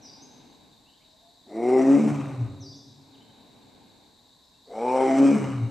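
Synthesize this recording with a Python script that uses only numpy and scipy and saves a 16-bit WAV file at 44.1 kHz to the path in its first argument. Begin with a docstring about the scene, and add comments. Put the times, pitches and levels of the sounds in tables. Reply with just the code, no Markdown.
"""A thin high band of insects and a low swelling forest murmur run throughout, with quick bird chirps
at first and again between the roars. A tiger gives two long moaning roars ("aa-oo-oom").
Its slow vocal folds make the tones and a closing mouth shapes them: each roar booms just before
the lips close, then breaks into a growl that ends in a grunt. Insects, murmur and the tiger's breath
are mostly filtered noise, the chirps are gliding sine waves, and trees scatter chirps and roars."""
import sys
import numpy as np
from scipy import signal
from scipy.fft import rfft, irfft
from scipy.io import wavfile
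from scipy.ndimage import uniform_filter1d, map_coordinates

SR = 44100
rng = np.random.default_rng(int(sys.argv[2]) if len(sys.argv) > 2 else 0)


def transcribe(signal):
    """Save signal, clipped to [-1, 1], as a 16-bit WAV file at the path in sys.argv[1]."""
    frames = np.atleast_2d(signal).T
    limited = np.clip(frames, -1, 1)
    pcm = np.round(limited * 32767).astype(np.int16)
    wavfile.write(sys.argv[1], SR, pcm)


N = 251370
TIME = np.arange(N) / SR
FREQS = np.fft.rfftfreq(N, 1 / SR)

# Insect chorus: (centre [Hz], width of a resonance applied twice [Hz], average level [dB])
INSECTS = [(3802, 414, -65), (4460, 690, -74), (7460, 380, -80), (11620, 70, -89)]
# Colour of the still forest air: (frequency [Hz], relative level per Hz [dB])
STILL_AIR = [(15, -43), (25, 3.5), (224, -5.5), (414, -13), (727, -5.5), (1060, -5.5), (1240, -21),
             (1760, -14.5), (2420, -25), (3250, -20), (3920, -2), (5260, -17.5), (7650, -15), (9220, -24),
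             (14900, -27.5)]
# Colour of the low forest murmur: (frequency [Hz], relative level [dB])
MURMUR = [(35, -46), (60, -22), (104, -3.5), (171, -4), (277, 3.5), (350, -7), (435, -5), (549, -10.5),
          (889, -6.5), (1160, -19), (1390, -25), (1560, -16.5), (1910, -27.5), (2150, -19), (3200, -24),
          (4160, -52.5), (7040, -120)]
# Swells of the murmur: (loudest moment [s], half length [s], rise above the calm [dB])
SWELLS = [(0.177, 0.61, 13.5), (3.552, 0.59, 11.5)]
# Bird notes before the trees:
# (start [s], length [s], start pitch [Hz], middle pitch [Hz], end pitch [Hz], level [dB])
CHIRPS = [(0.015, 0.048, 6100, 5470, 4620, -51), (0.043, 0.03, 6110, 5670, 4800, -46.5),
          (0.063, 0.045, 5140, 4730, 4710, -49), (0.124, 0.044, 4700, 5100, 5060, -52.5),
          (0.216, 0.025, 5900, 6280, 6520, -48), (0.858, 0.052, 2550, 2910, 3180, -61),
          (0.93, 0.029, 3060, 3100, 3480, -62), (0.998, 0.04, 2010, 2340, 3100, -66),
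          (1.096, 0.036, 5670, 5000, 4530, -68), (0.996, 0.22, 628.5, 630, 678, -66),
          (1.203, 0.13, 697, 677, 734, -62), (2.603, 0.025, 6147, 5970, 5250, -49.5),
          (2.619, 0.03, 5960, 5200, 4760, -48), (2.65, 0.04, 5160, 4617, 4626, -46),
          (2.686, 0.039, 4800, 5190, 5830, -48.5), (2.726, 0.021, 3600, 3540, 3510, -54.5),
          (2.75, 0.023, 5830, 6050, 6360, -55), (2.783, .025, 4760, 4950, 5200, -55),
          (3.144, 0.016, 3602, 3070, 2680, -58), (3.2, 0.04, 2872, 3088, 3110, -59),
          (4.433, .03, 5500, 5160, 4900, -66.5), (4.54, 0.013, 2650, 2690, 2750, -66.5)]
# The two roars: (start [s], lips close [s], end [s], base voice level [dB],
# base rasp level [dB], base hiss level [dB], second resonance with the mouth open [dB],
# third resonance [dB], change of the third once shut [dB], closing grunt [dB], attack time [s])
ROARS = [(1.448, 2.008, 2.51, -19.5, -40.5, -52, -7, -28.5, -12, 11.5, 0.089),
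         (4.655, 5.325, 5.725, -19.5, -41.5, -49.5, -3, -26, -4.5, 12.5, 0.1)]
# Pitch of the vocal folds, one curve per roar: (time [s], pitch before a small wobble [Hz])
PITCH = [
    [(1.45, 91), (1.6, 116.9), (1.745, 130.6), (1.885, 135.5), (2.025, 150.9), (2.165, 144.7),
     (2.375, 128.1), (2.445, 109.4), (2.52, 95)],
    [(4.7, 99.05), (4.855, 123.5), (4.995, 132.4), (5.135, 133.8), (5.275, 139.1), (5.345, 146.3),
     (5.415, 137.9), (5.555, 125.7), (5.7, 103.9)],
]
# The mouth opens and closes, one curve per roar:
# (time [s], first resonance [Hz], second resonance [Hz], third resonance [Hz])
MOUTH = [
    [(1.48, 329, 670, 1930), (1.6, 378, 692, 2110), (1.68, 368.6, 742, 2100), (1.77, 395.5, 775, 2050),
     (1.82, 286, 650, 1980), (1.9, 293, 548, 1730), (2.02, 239, 517, 2270), (2.14, 167, 327, 2070),
     (2.43, 113, 254, 2210)],
    [(4.68, 440, 670, 1990), (4.78, 517, 760, 2270), (4.89, 424, 894, 2370), (4.97, 547, 850, 2170),
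     (5.06, 362, 783, 2100), (5.14, 281, 660, 2020), (5.24, 283.4, 572, 2470), (5.31, 265, 529, 2340),
     (5.45, 158, 302, 2160), (5.62, 117, 263, 2210)],
]
# Colour of the lower, rasping air in the throat, one per roar: (frequency [Hz], relative level [dB])
RASP = [
    [(500, -1), (850, 0), (1040, -4), (1140, -5), (1240, -0.5), (1360, -12.5), (1530, -8.5), (1690, -15),
     (2000, -13), (2550, -11.5), (3600, -28.5), (4680, -53), (7920, -120)],
    [(500, -10), (850, -4.5), (1010, 0), (1080, -6.5), (1180, 1.5), (1350, -4), (2050, -13), (2260, -10),
     (2690, -17), (3000, -9.5), (3600, -41), (4680, -56), (7920, -120)],
]
# Colour of the higher, hissing air, one per roar: (frequency [Hz], relative level [dB])
HISS = [
    [(2000, -51.5), (3400, -7), (3800, -2.5), (4300, -3.5), (5720, 6), (6120, -6), (6630, 1), (7140, 4.5),
     (7600, 6), (8760, 2.5), (10300, -15.5), (14900, -18)],
    [(2000, -35), (3400, -2), (3660, -6), (4720, -3), (5150, 1), (5820, 0.5), (6800, -9), (7460, 3),
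     (8660, 0.5), (10000, -15.5), (12500, -23), (14200, -27), (14900, -20)],
]

CALM_DB = -68  # murmur between its swells
SCATTER_FROM_HZ = 2840  # leaves scatter bird notes above this pitch the most
CLOSING_S = 0.035  # how gradually the lips close
# Voice level: it rises from this far down, sinks once the lips close, then dies away after the end
ONSET_DB, FALL_DB, RELEASE_DB_PER_S = 43.5, 22.5, 96
# The closing mouth tunes its first resonance to the second harmonic: a boom at a set time
BOOM_DB, BOOM_BEFORE_CLOSE_S, BOOM_WIDTH_S = 8, 0.1, 0.046
# A smaller swell where the first resonance meets the third harmonic; it needs time to ring fully
RING_DB, RING_REACH_HZ, RING_BUILD_S = 6, 6.7, 0.32
# A last push ends each call
GRUNT_BEFORE_END_S, GRUNT_WIDTH_S = 0.087, 0.041
# The second resonance weakens as it sinks below its open-mouth pitch
OPEN_HZ, SECOND_DB_PER_OCTAVE = 810, 12.5
# Upper resonances are turned down while others swell: dB per dB
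SECOND_DUCK, RING_DUCK, THIRD_DUCK = 0.62, 1.3, 1.8
THIRD_FALL_DB = 7  # further gradual loss from closing to the end
# Narrow band in the hiss, from the widest mouth towards the shut one
WHISTLE_OPEN_HZ, WHISTLE_SHUT_HZ = 5460, 6260
# Roughness: open voice, extra at the onset, extra with the lips shut; the onset part settles quickly
ROUGH_CLEAR, ROUGH_ONSET, ROUGH_SHUT, SETTLE_S = 0.11, 0.74, 0.32, 0.076
# Strength of the half lines: open voice, extra as the lips close, extra with the lips shut
DOUBLING_CLEAR, DOUBLING_BREAK, DOUBLING_SHUT, BREAK_WIDTH_S = 0.11, 0.65, 0.32, 0.03
GROWL_DEPTH = 0.18  # with the lips shut, every other puff of air is the stronger: share 0-1


def undb(db):
    """Turn decibels into gain."""
    return 10 ** (np.asarray(db) / 20)


def unit(x):
    """Scale to an average (rms) level of 1."""
    return x / np.sqrt(np.mean(x ** 2))


def walk(rate):
    """Smooth random wander of spread 1 that changes about rate times a second."""
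    noise = rfft(rng.standard_normal(N))
    return unit(irfft(noise * np.exp(-(FREQS / rate) ** 2), N))


def resonance(hz, centre, width):
    """Response of something that rings at one pitch; its gain is 1 at the centre."""
    return 1 / (1 + 1j * (hz ** 2 - centre ** 2) / (hz * width + 1e-9))


def insects():
    """Many far insects merge into narrow bands of noise whose level wavers slightly."""
    chorus = 0
    for hz, width, db in INSECTS:
        level = undb(db + 1.8 * walk(20))
        noise = rfft(rng.standard_normal(N))
        chorus = chorus + level * unit(irfft(noise * resonance(FREQS, hz, width) ** 2, N))
    return chorus


def colour(x, spectrum):
    """Filter by a spectrum of frequencies and levels, then scale to rms 1."""
    hz, db = np.transpose(spectrum)
    level_db = np.interp(np.log(FREQS + 1), np.log(hz), db, left=-120, right=-120)
    return unit(irfft(rfft(x) * undb(level_db), N))


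def forest():
    """Still air, and a distant low murmur that swells and sinks."""
    still = undb(-63) * colour(rng.standard_normal(N), STILL_AIR)
    swell_db = CALM_DB + sum(db * np.exp(-((TIME - s) / half) ** 4) for s, half, db in SWELLS)
    murmur = colour(rng.standard_normal(N), MURMUR)
    return still + undb(swell_db + 0.21 * walk(8)) * murmur


def spread(source, side_db):
    """A sound from all round: one draw common to both ears, another opposite between them."""
    return source() + undb(side_db) * source() * np.array([[1], [-1]])


def birds():
    """Short gliding whistles; the higher the pitch, the more it wavers."""
    out, waver = np.zeros(N), walk(397)
    for start, length, *pitches, db in CHIRPS:
        span = (TIME > start) & (TIME < start + length)
        progress = (TIME[span] - start) / length
        hz = np.interp(progress, [0, .5, 1], pitches)
        hz = hz * (1 + .016 * (hz / 5500) ** 2 * waver[span])
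        loudness = undb(db) * np.sqrt(np.sin(np.pi * progress))
        out[span] += loudness * np.sin(2 * np.pi * np.cumsum(hz) / SR)
    return out


def trees(x, wet_db, t60_low, t60_high, side_db, build_s):
    """Direct sound plus scatter from trunks and leaves; bass and treble die in their own t60 seconds."""
    t = TIME[:2 * SR]
    tails = rng.standard_normal((2, len(t))) * (1 - np.exp(-t / build_s))
    low = signal.sosfilt(signal.butter(2, 1200, fs=SR, output="sos"), tails)
    high = tails - low
    tails = low * undb(-60 * t / t60_low) + high * undb(-60 * t / t60_high)
    mid, side = (signal.fftconvolve(x, h / np.linalg.norm(h))[:N] for h in tails)
    return x + undb(wet_db) * (mid + undb(side_db) * side * np.array([[1], [-1]]))


def birdsong():
    """High trills smear among the leaves; lower whistles arrive clearer."""
    song = birds()
    low = signal.sosfiltfilt(signal.butter(4, SCATTER_FROM_HZ, fs=SR, output="sos"), song)
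    trills = trees(song - low, wet_db=3, t60_low=.6, t60_high=.9, side_db=-12.0, build_s=0.0045)
    whistles = trees(low, wet_db=1, t60_low=0.92, t60_high=0.64, side_db=-3.5, build_s=0.0056)
    return undb(-1.3) * trills + undb(-2.5) * whistles


def curves(table):
    """Draw each column of a table as a curve in time."""
    s, *columns = np.transpose(table)
    return [np.interp(TIME, s, c) for c in columns]


def bump(t, centre, width):
    """A smooth rise to 1 and fall."""
    return np.exp(-((t - centre) / width) ** 2)


def lips_shut(close):
    """How far the lips are closed, gliding from 0 to 1."""
    return (1 + np.tanh((TIME - close) / CLOSING_S)) / 2


def envelope(start, close, end, depth_db, attack_s, fall_db, bend):
    """Level in dB: attack, hold while the mouth is open, fall once the lips close, release."""
    attack = depth_db * np.exp(-np.maximum(TIME - start, 0) / attack_s)
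    fall = fall_db * np.clip((TIME - close) / (end - close), 0, 1) ** bend
    return -attack - fall - RELEASE_DB_PER_S * np.maximum(TIME - end, 0)


def air(spectrum, sway):
    """Rushing air: noise whose resonances slide as the throat flexes."""
    place = np.cumsum(1 + sway * walk(8.1))  # reading faster or slower shifts the pitch
    return map_coordinates(colour(rng.standard_normal(N), spectrum), [place], order=5, mode="wrap")


def flutter(t, rate):
    """Quick smooth chance in the size and phase of one tone."""
    knots = rng.standard_normal((2, SR // 20))
    real, imag = (map_coordinates(row, [t * rate], order=3, mode="wrap") for row in knots)
    return real + 1j * imag


def throat(hz, first, second, second_db):
    """Two mouth resonances sink and narrow as it closes, over broad throat and chest tones."""
    lips_width = 35 + first ** 2 / 2000
    mouth = abs(resonance(hz, first, lips_width)) ** 2
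    mouth = mouth + undb(second_db) * abs(resonance(hz, second, .15 * second)) ** 2
    pharynx = undb(-8.5) * np.minimum(1, first / 255) ** 2 * abs(resonance(hz, 244, 88)) ** 2
    closed = 1 / (1 + np.exp((first - 260) / 15))
    # with the lips shut the chest carries the fundamental
    chest = undb(-11.0) * closed * abs(resonance(hz, 100.0, 68)) ** 2
    brightness = (first / 2400) ** 2 * abs(resonance(hz, 750, 900)) ** 2
    valley = 1 / (1 + (hz / 1200) ** 8)  # little passes far above 1200 Hz
    return (mouth + pharynx + chest + brightness) * valley


def folds(t, phase, pitch, first, second, second_db, third, third_db, doubling, rough, count=44):
    """Harmonics, half lines from strong-weak cycles, and rough flutter, shaped by the throat."""
    out, power = 0, 0
    for k in np.arange(2, count) / 2:
        hz = k * pitch
        gain = throat(hz, first, second, second_db)
        gain = gain + undb(third_db) * abs(resonance(hz, third, 400)) ** 3
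        shake = np.minimum(rough * (.15 + k / 4), .6)
        # flutter takes its power from the steady line
        size = (doubling if k % 1 else 1) * np.sqrt(1 - 2 * shake ** 2)
        # each resonance rings on after the pulse
        lag = -np.pi * (np.tanh(4 * (hz / first - 1)) + np.tanh(4 * (hz / second - 1))) / 2
        turn = np.exp(1j * (2 * np.pi * k * phase + lag))
        out = out + gain * np.real((size + shake * flutter(t, rate=90)) * turn)
        power = power + gain ** 2 * (size ** 2 + 2 * shake ** 2) / 2
    return out / np.sqrt(power)  # even level, so the voice curve sets the loudness


def voice(row, pitch, phase, mouth, span):
    """Rough at first, clear while open; booms as the mouth narrows, breaks as it shuts, then grunts."""
    start, close, end, voice_db, _, _, second_db, third_db, third_shut_db, grunt_db, attack_s = row
    first, second, third = curves(mouth)
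    shut = lips_shut(close)
    boom_db = BOOM_DB * bump(TIME, close - BOOM_BEFORE_CLOSE_S, BOOM_WIDTH_S)
    detune = first - 3 * pitch
    # a quick crossing has no time to ring up
    tuned = uniform_filter1d(bump(detune, 0, RING_REACH_HZ), size=SR // 18)
    ring_db = RING_DB * tuned * np.clip((TIME - start) / RING_BUILD_S, 0, 1) ** 2
    grunt_db = grunt_db * bump(TIME, end - GRUNT_BEFORE_END_S, GRUNT_WIDTH_S)

    voice_db = voice_db + envelope(start, close, end, ONSET_DB, attack_s, FALL_DB, bend=0.85)
    voice_db = voice_db + boom_db + ring_db + grunt_db
    second_db = second_db + SECOND_DB_PER_OCTAVE * np.log2(second / OPEN_HZ)
    second_db = second_db - SECOND_DUCK * (boom_db + grunt_db) - RING_DUCK * ring_db
    third_db = third_db - THIRD_DUCK * boom_db + third_shut_db * shut
    third_db = third_db - THIRD_FALL_DB * np.clip((TIME - close) / (end - close), 0, 1)

    slack = shut * undb(-grunt_db / 2)  # the last push steadies the folds
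    rough = ROUGH_CLEAR + ROUGH_ONSET * bump(TIME, start, SETTLE_S) + ROUGH_SHUT * slack
    doubling = DOUBLING_CLEAR + DOUBLING_BREAK * bump(TIME, close, BREAK_WIDTH_S)
    doubling = np.minimum(doubling + DOUBLING_SHUT * slack, 1)
    controls = (TIME, phase, pitch, first, second, second_db, third, third_db, doubling, rough)
    return undb(voice_db[span]) * folds(*(c[span] for c in controls))


def roar(row, pitch_curve, mouth, rasp, hiss):
    """One call: the voice, and air that rasps and hisses in puffs at each opening of the folds."""
    start, close, end, _, rasp_db, hiss_db, *_ = row
    pitch = curves(pitch_curve)[0] * (1 + 0.0061 * walk(45))
    phase = np.cumsum(pitch) / SR  # counted in cycles of the folds
    rasp_db = rasp_db + 1.5 + envelope(start, close, end, depth_db=40.5, attack_s=0.13, fall_db=19, bend=1.66)
    hiss_db = hiss_db + 0.5 + envelope(start, close, end, depth_db=32.5, attack_s=0.14, fall_db=24, bend=0.91)
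    puffs = unit(1 + np.exp(-(phase % 1) / 0.35)) * undb(1.74 * walk(33))
    puffs = puffs * (1 + GROWL_DEPTH * lips_shut(close) * np.cos(np.pi * phase))
    # a narrow band of the hiss glides with the shape of the mouth
    second = curves(mouth)[1]
    openness = (second / second.max()) ** 4
    whistle_hz = WHISTLE_SHUT_HZ + (WHISTLE_OPEN_HZ - WHISTLE_SHUT_HZ) * openness
    whistle_hz = whistle_hz + 150 * walk(200)
    glide = walk(300) * np.sin(2 * np.pi * np.cumsum(whistle_hz) / SR)
    rasping = undb(rasp_db) * air(rasp, sway=0.028)
    hissing = undb(hiss_db) * (air(hiss, sway=.02) + undb(-2.5) * glide)
    call = puffs * (rasping + hissing)
    span = (TIME > start) & (TIME < end + .3)
    call[span] += voice(row, pitch, phase, mouth, span)
    return call * np.clip((TIME - start) / .02, 0, 1)


def tiger_among_trees():
    """Both roars with close scatter, plus a slower, fainter echo from far trunks."""
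    tiger = sum(roar(*call) for call in zip(ROARS, PITCH, MOUTH, RASP, HISS))
    far_trunks = trees(tiger, wet_db=-23, t60_low=2.135, t60_high=1.08, side_db=-14, build_s=0.11) - tiger
    near = trees(tiger, wet_db=-8.0, t60_low=0.72, t60_high=0.88, side_db=-7.5, build_s=0.0099)
    return near + far_trunks


def scene():
    """Forest and insects all round, birds deep among the trees, the tiger; all slightly to the left."""
    around = spread(insects, side_db=-12.5) + spread(forest, side_db=-6)
    left_db = 0.48
    return (around + birdsong() + tiger_among_trees()) * undb([[left_db], [-left_db]])


def record(dry):
    """The sound is narrow in the bass and above 10 kHz, with thinned deep bass and no top above 15 kHz."""
    mid, side = dry.mean(axis=0), (dry[0] - dry[1]) / 2
    side = signal.sosfilt(signal.butter(1, 110, "high", fs=SR, output="sos"), side)
    side = signal.sosfiltfilt(signal.butter(4, 10000, fs=SR, output="sos"), side)
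    ears = np.array([mid + side, mid - side])
    thin = signal.sosfilt(signal.butter(2, 40, "high", fs=SR, output="sos"), ears)
    return signal.sosfilt(signal.ellip(10, .2, 70, 15100, fs=SR, output="sos"), thin)


dry = scene()
out = record(dry)
transcribe(out)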